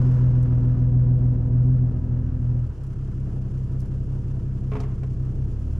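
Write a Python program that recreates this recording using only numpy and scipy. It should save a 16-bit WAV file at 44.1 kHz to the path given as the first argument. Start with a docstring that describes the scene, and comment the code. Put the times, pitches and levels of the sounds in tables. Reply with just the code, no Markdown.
"""A six-cylinder camper van creeps over a campsite at night: its exhaust booms under load, drops to a
loping idle and pulls again. The engine is summed cosines at multiples of the four-stroke cycle; a weak
cylinder makes it throb once a cycle. Machinery, tyres, rumble and night hiss are coloured noise.
Something loose clatters once (noise knocks, ringing panel modes); dry ticks are short noise bursts."""
import sys
import numpy as np
from scipy import signal
from scipy.fft import rfft, irfft, next_fast_len
from scipy.io import wavfile
from scipy.ndimage import map_coordinates

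SR = 44100
rng = np.random.default_rng(int(sys.argv[2]) if len(sys.argv) > 2 else 0)


def digitize_waveform(pressure):
    """Quantize a signal to 16-bit integers and store it at the path in sys.argv[1].

    Rows of a 2-D input are taken as channels; values are limited to [-1, 1].
    """
    field = np.atleast_2d(pressure).T
    bounded = np.clip(field, -1, 1)
    quanta = np.round(bounded * 32767).astype(np.int16)
    wavfile.write(sys.argv[1], SR, quanta)


N = 255339

CYLINDERS = 6
# clean exhaust notes: [multiple of the four-stroke cycle]
NOTE_MULTIPLES = [6, 9, 12, 18, 24]
# resonances of panels and casings: [f/Hz, width/Hz, boost/dB]
BODY_MODES = [(414, 4.9, -0.5), (650, 18, -0.5), (940, 97, 2.5), (1296, 72, 2.5), (2080, 25, 9),
              (2210, 27, 7), (2700, 36, 2.5)]


def amp(db):
    """Decibels to gain."""
    return 10 ** (np.asarray(db) / 20)


def unit(x):
    """Scale to rms 1."""
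    return x / np.sqrt(np.mean(x ** 2) + 1e-20)


def along(points, hz):
    """Interpolate (f/Hz, value) points on a log frequency axis."""
    f, v = np.transpose(points)
    return np.interp(np.log(hz + 1), np.log(f + 1), v)


def curves(rows):
    """One value per sample for each column after the time."""
    t_s, *cols = np.transpose(rows)
    return [np.interp(np.arange(N) / SR, t_s, c) for c in cols]


def wobble(knots_per_s, size=N):
    """Smooth random curve spanning the whole scene in size samples."""
    coarse = np.linspace(0, 1, 2000)
    knots = rng.standard_normal(1000)
    smooth = map_coordinates(knots, [coarse * knots_per_s * N / SR], mode="wrap")
    return np.interp(np.linspace(0, 1, size), coarse, smooth)


def filtered(x, response):
    """Apply a gain that is a function of frequency in Hz."""
    m = next_fast_len(N + SR // 4)
    return irfft(rfft(x, m) * response(np.fft.rfftfreq(m, 1 / SR)), m)[..., :N]


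def boosts(modes, hz):
    """Decibels that a set of resonances adds at each frequency."""
    return sum(db / (1 + (2 * (hz - f) / w) ** 2) for f, w, db in modes)


def noise(spectrum, modes=()):
    """Coloured stereo noise of rms 1; mid and side shares set the left-right likeness."""
    # stereo likeness: [f/Hz, left-right correlation]
    likeness = [(200, 0.95), (500, 0.92), (1000, 0.92), (2000, 0.73), (4500, 0.5), (10000, 0.58)]

    def mid_side_gain(hz):
        colour = amp(along(spectrum, hz) + boosts(modes, hz))
        turn = np.arccos(np.clip(along(likeness, hz), -1, 1)) / 2
        return colour * [np.cos(turn), np.sin(turn)]

    mid, side = filtered(rng.standard_normal((2, N)), mid_side_gain)
    return unit(np.array([mid + side, mid - side]))


def panned(x, left_db):
    """Left-right level difference in dB, split evenly."""
    return x * amp([[left_db / 2], [-left_db / 2]])


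def add(track, t_s, piece):
    """Lay a piece into a track at time t_s."""
    room = track[round(t_s * SR):][:len(piece)]
    room += piece[:len(room)]


def decay(t60_s, attack_s):
    """Half a second of quick rise and exponential fall."""
    t = np.arange(SR // 2) / SR
    return (1 - np.exp(-t / attack_s)) * np.exp(-np.log(1000) * t / t60_s)


def throttle_db():
    """The engine sinks as the throttle shuts and lugs as it opens."""
    # throttle changes: [t/s, level/dB, onset/s, recovery/s]
    changes = [(2.749, -7, 0.053, 0.15), (5.461, 3.5, 0.077, .06)]
    t = np.arange(N) / SR
    return sum(db * np.exp(-abs(t - s) / np.where(t < s, onset, recovery))
               for s, db, onset, recovery in changes)


def nearness_db():
    """Early lift, lost as the van draws away."""
    start_db, recede_s = 10, 0.62
    return start_db * np.exp(-np.arange(N) / SR / recede_s)


def pipe_phase(hz):
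    """Phase in rad: lines below the 127 Hz boom of the pipe lead, lines above it lag."""
    return np.arctan((127 - hz) / 9)


def exhaust(cycles, cycle_hz, load):
    """Clean notes at multiples of the cycle, set by load and swelling where they cross a pipe boom."""
    # base rms of the notes, a row per multiple: [level at idle/dB, level at full load/dB]
    note_levels = [(-33.5, -30), (-52, -30.5), (-33.5, -33.5), (-34, -34.5), (-47.5, -44.5)]
    # booms of the pipe: [f/Hz, half width/Hz, boost/dB]
    booms = [(76.1, 4.2, 6), (127.43, 7.62, 17.5)]
    waver_db, waver_knots_per_s = 0.48, 7.9
    out = np.zeros(N)
    for k, (idle_db, full_db) in zip(NOTE_MULTIPLES, note_levels):
        hz = k * cycle_hz
        note_db = idle_db + (full_db - idle_db) * load + waver_db * wobble(waver_knots_per_s)
        note_db += sum(db / (1 + ((hz - f) / w) ** 4) for f, w, db in booms)
        out += amp(note_db) * np.cos(2 * np.pi * k * cycles + pipe_phase(hz))
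    return np.sqrt(2) * out  # rms to peak


def lope(cycles, cycle_hz, colour, pipe, firing_db, drift_rad, weak_cylinder):
    """Lines between the notes; near the boom they cancel the notes when the weak cylinder fires."""
    step = 12  # low lines need few samples
    cycles, cycle_hz = cycles[::step], cycle_hz[::step]
    hz = np.arange(1500.)
    line_db = along(colour, hz) + boosts(pipe, hz)
    low = 1 / (1 + (hz / 225) ** 8)
    out = np.zeros(len(cycles))
    for k in np.setdiff1d(np.arange(4, 160), NOTE_MULTIPLES):
        line_hz = k * cycle_hz
        # low multiples of the firing rate stand out
        gain = np.interp(line_hz, hz, amp(line_db + firing_db * low * (k % CYLINDERS == 0)))
        # pipe reflections scramble the higher lines; no two cycles are quite alike
        scramble = rng.uniform(-np.pi, np.pi) * (k > 25)
        wander = drift_rad * k * wobble(6, size=len(cycles))
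        turn = 2 * np.pi * k * (cycles - weak_cylinder / CYLINDERS)
        out -= gain * np.cos(turn + pipe_phase(line_hz) + scramble + wander)
    return signal.resample_poly(out, step, 1, window=("kaiser", 10))[:N]


def engine(cycles, cycle_hz, load):
    """Exhaust notes plus throb; load fades idling into pulling and brings out the upper lines."""
    # pipe colour of the lines under load, before throb gain: [f/Hz, peak level/dB]
    loaded_colour = [(20, -68.5), (33, -55), (50, -56.5), (75, -45.5), (92, -63), (112, -63), (129, -29.5),
                     (138, -39.5), (160, -40.5), (222, -50), (290, -55), (420, -68.5), (750, -79),
                     (1150, -87)]
    # the same at idle: [f/Hz, peak level/dB]
    idle_colour = [(20, -68.5), (50, -57.5), (85, -58.5), (108, -45), (115, -34.5), (128, -41.5),
                   (137, -38), (148, -54.5), (200, -57.5), (240, -54), (300, -59), (425, -63.5),
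                   (520, -73.5), (900, -90.5)]
    # standing waves that ring under load: [f/Hz, width/Hz, boost/dB]
    loaded_modes = [(252.3, 9, 21), (278.5, 6.7, 3.5), (371.7, 14, 16), (497, 18, 21), (620, 24, 16),
                    (734, 23, 13.5), (982, 23, 17)]
    # standing waves that ring at idle: [f/Hz, width/Hz, boost/dB]
    idle_modes = [(161.5, 18, 5.5), (195.7, 4.8, 12), (294.6, 2.7, 10.5), (350, 8, 8.5), (431.8, 3.3, 10),
                  (497, 16, 7.5), (656, 16, 16)]
    throb_db, throb_load_power = 1.5, 1.23
    idle_throb_db, idle_fade_power = -0.5, 1
    # upper lines: level at full load, change per unit load, share of the early lift, lower edge
    bark_db, bark_load_db, bark_near, bark_hz = 1, 14, 0.6, 340

    loaded = lope(cycles, cycle_hz, loaded_colour, loaded_modes,
                  firing_db=5.0, drift_rad=0.007, weak_cylinder=1)
    idling = lope(cycles, cycle_hz, idle_colour, idle_modes,
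                  firing_db=10.5, drift_rad=0.0056, weak_cylinder=4)
    low = filtered(loaded, lambda hz: 1 / (1 + (hz / bark_hz) ** 10))
    bark = amp(bark_db + bark_load_db * (load - 1) + bark_near * nearness_db()) * (loaded - low)
    throb = amp(throb_db) * load ** throb_load_power * (low + bark)
    throb += amp(idle_throb_db) * (1 - load) ** idle_fade_power * idling
    return panned(amp(throttle_db()) * (exhaust(cycles, cycle_hz, load) + throb), left_db=0.3)


def firing_beat(cycles):
    """Cosine at the firing rate, six to a cycle."""
    return np.cos(2 * np.pi * CYLINDERS * cycles)


def machinery(cycles, load):
    """Noise through casing resonances, beating with the firings and rising with load."""
    # machinery colour: [f/Hz, density/dB per Hz]
    spectrum = [(30, -11), (60, 0), (130, 11.5), (200, -1.5), (300, -1), (400, -6.5), (550, -10.5),
                (800, -19), (1500, -46), (3000, -91)]
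    idle_db, load_db, near_share, throttle_share = -44.5, 5, 0.41, 0.29
    level_db = idle_db + load_db * load + near_share * nearness_db() + throttle_share * throttle_db()
    level_db += 0.58 * firing_beat(cycles) + 2.7 * wobble(9.9)
    return panned(amp(level_db) * noise(spectrum, BODY_MODES), left_db=-3.5)


def tyres(cycles, load):
    """Uneven crunch: noise with a fast random level and a firing-rate beat."""
    # tyre colour: [f/Hz, density/dB per Hz]
    spectrum = [(200, -35), (600, -4), (1000, 3.5), (1400, 1.5), (1750, -2), (2150, -13), (2800, -11),
                (3600, -19.5), (6000, -21), (12000, -56)]
    rolling_db, load_db = -61.5, 1.6
    level_db = rolling_db + load_db * load + nearness_db()
    level_db += 1.1 * firing_beat(cycles) + 1.4 * wobble(45)
    return panned(amp(level_db) * noise(spectrum, BODY_MODES), left_db=-1.6)


def rumble(load):
    """Low noise that swells slowly and follows the throttle."""
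    spectrum = [(4, -13.0), (12, 1.5), (28, -5.5), (60, 0.0), (200, -36.5), (800, -100)]  # f/Hz, dB per Hz
    idle_db, load_db, swell_db = -43, -2, 4
    return amp(idle_db + load_db * load + swell_db * wobble(2) + throttle_db()) * noise(spectrum)


def clatter():
    """A run of noise knocks and scrapes rings panel modes; the trees answer with a soft tail."""
    # loose clatter: [t/s, level/dB, scrape re level/dB]
    knocks = [(3.219, -56.5, -20), (3.722, -63, -23), (4.717, -36.5, -25), (4.733, -39, -22.5),
              (4.753, -36, -21), (4.765, -40.5, -25), (4.801, -40.5, -5.5), (4.835, -44.5, -14),
              (5.032, -45, -13.5)]
    # panel modes, before random spread: [f/Hz, relative level/dB, t60/s]
    panel_modes = [(263, 0, 0.34), (418, 6.5, 0.11), (682, -4.5, 0.094), (976, -2, 0.031),
                   (1080, -5, 0.078), (1190, -7.5, 0.04), (2270, -11.5, 0.042), (2680, -15, .05)]
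    # knock colour: [f/Hz, density/dB per Hz]
    knock_colour = [(150, -27.5), (400, 3.5), (1100, 4.5), (1750, -6), (2300, -6), (3300, -16),
                    (5000, -28.5), (9000, -42.5)]
    # scrape colour: [f/Hz, density/dB per Hz]
    scrape_colour = [(1000, -22), (3000, 2.5), (5500, 4), (8000, -4.5), (10500, -10.5), (14000, -20.5)]
    knock_t60_s, ring_db, tail_db = 0.068, 2.5, -16.5
    knock, scrape, ring, tail = np.zeros((4, N))
    t = np.arange(SR // 2) / SR
    for t_s, db, scrape_db in knocks:
        add(knock, t_s, amp(db) * decay(knock_t60_s, attack_s=0.00041))
        add(scrape, t_s, amp(db + scrape_db) * decay(knock_t60_s, attack_s=0.0013))
        add(tail, t_s, amp(db + tail_db) * decay(0.51, attack_s=0.02))
        for hz, mode_db, t60_s in panel_modes:
            gain = amp(db + ring_db + mode_db + rng.normal(0, 2))
            tone = np.sin(2 * np.pi * (hz * t + rng.random()))
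            add(ring, t_s, gain * decay(t60_s, attack_s=0.0036) * tone)
    hits = knock * noise(knock_colour) + scrape * noise(scrape_colour)
    return panned(hits + ring + tail * noise(knock_colour), left_db=-0.7)


def ticks():
    """Tiny dry snaps close by: noise under fast decays."""
    # dry ticks: [t/s, level/dB, t60/s]
    snaps = [(.428, -56, .05), (0.779, -60, 0.012), (1.244, -57, 0.0034), (1.662, -66.5, 0.082),
             (2.837, -58, 0.026), (2.866, -62, 0.061), (3.801, -52, 0.013), (3.806, -45.5, 0.0066),
             (3.817, -44.5, .003), (3.858, -56.5, 0.015)]
    # tick colour: [f/Hz, density/dB per Hz]
    spectrum = [(2000, -16.5), (4000, -1), (6000, 2.5), (8000, 2), (11000, 0.5), (14000, -7)]
    level = np.zeros(N)
    for t_s, db, t60_s in snaps:
        add(level, t_s, amp(db) * decay(t60_s, attack_s=0.00024))
    return panned(level * noise(spectrum), left_db=-3.5)


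def night(cycles):
    """Background hiss: noise that flickers at random and beats with the firings."""
    # hiss base level: [t/s, level/dB]
    hiss_levels = [(0, -64), (.4, -70.5), (.7, -73), (1.4, -74.5), (2.2, -73), (3.1, -68.5), (5.4, -68.5),
                   (5.79, -66.5)]
    # hiss colour: [f/Hz, density/dB per Hz]
    spectrum = [(500, -21.5), (2000, -2.5), (2900, 3.5), (3900, -5.5), (5200, -0.5), (7300, -3),
                (8700, -10), (10200, -7), (12000, -15), (14000, -21)]
    level_db = curves(hiss_levels)[0] + 1.3 * firing_beat(cycles) + 1.6 * wobble(79)
    return panned(amp(level_db) * noise(spectrum), left_db=1.4)


def scene():
    """Speed and load drive the van; one four-stroke cycle takes two turns of the crankshaft."""
    # engine speed: [t/s, crankshaft speed/rpm]
    speed = [(0, 841), (.55, 817), (1.18, 829), (1.45, 801), (1.7, 849), (2.04, 776), (2.13, 816),
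             (2.25, 776), (2.36, 783), (2.46, 810), (2.64, 807), (2.78, 663), (3.7, 645), (4.1, 662),
             (5.38, 640), (5.55, 704), (5.79, 759)]
    # the driver pulls, eases off, lets it idle and pulls again: [t/s, load/0-1]
    pull = [(0, 0.82), (1.2, 0.96), (1.45, 0.81), (1.68, 0.95), (2, 0.71), (2.57, 0.66), (2.75, 0.03),
            (5.36, 0), (5.55, 0.14), (5.79, 0.44)]
    cycle_hz = curves(speed)[0] / 120
    cycles = np.cumsum(cycle_hz) / SR
    load = np.clip(curves(pull)[0], 0, 1)
    van = engine(cycles, cycle_hz, load) + machinery(cycles, load) + tyres(cycles, load) + rumble(load)
    return van + clatter() + ticks() + night(cycles)


def record(dry):
    """Fade in and out over 4 ms, then cut everything above the band limit."""
    top_hz = 14200
    opening = np.minimum(np.arange(N) / (0.004 * SR), 1)
    return filtered(dry * opening * opening[::-1], lambda hz: hz < top_hz)


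dry = scene()
out = record(dry)
digitize_waveform(out)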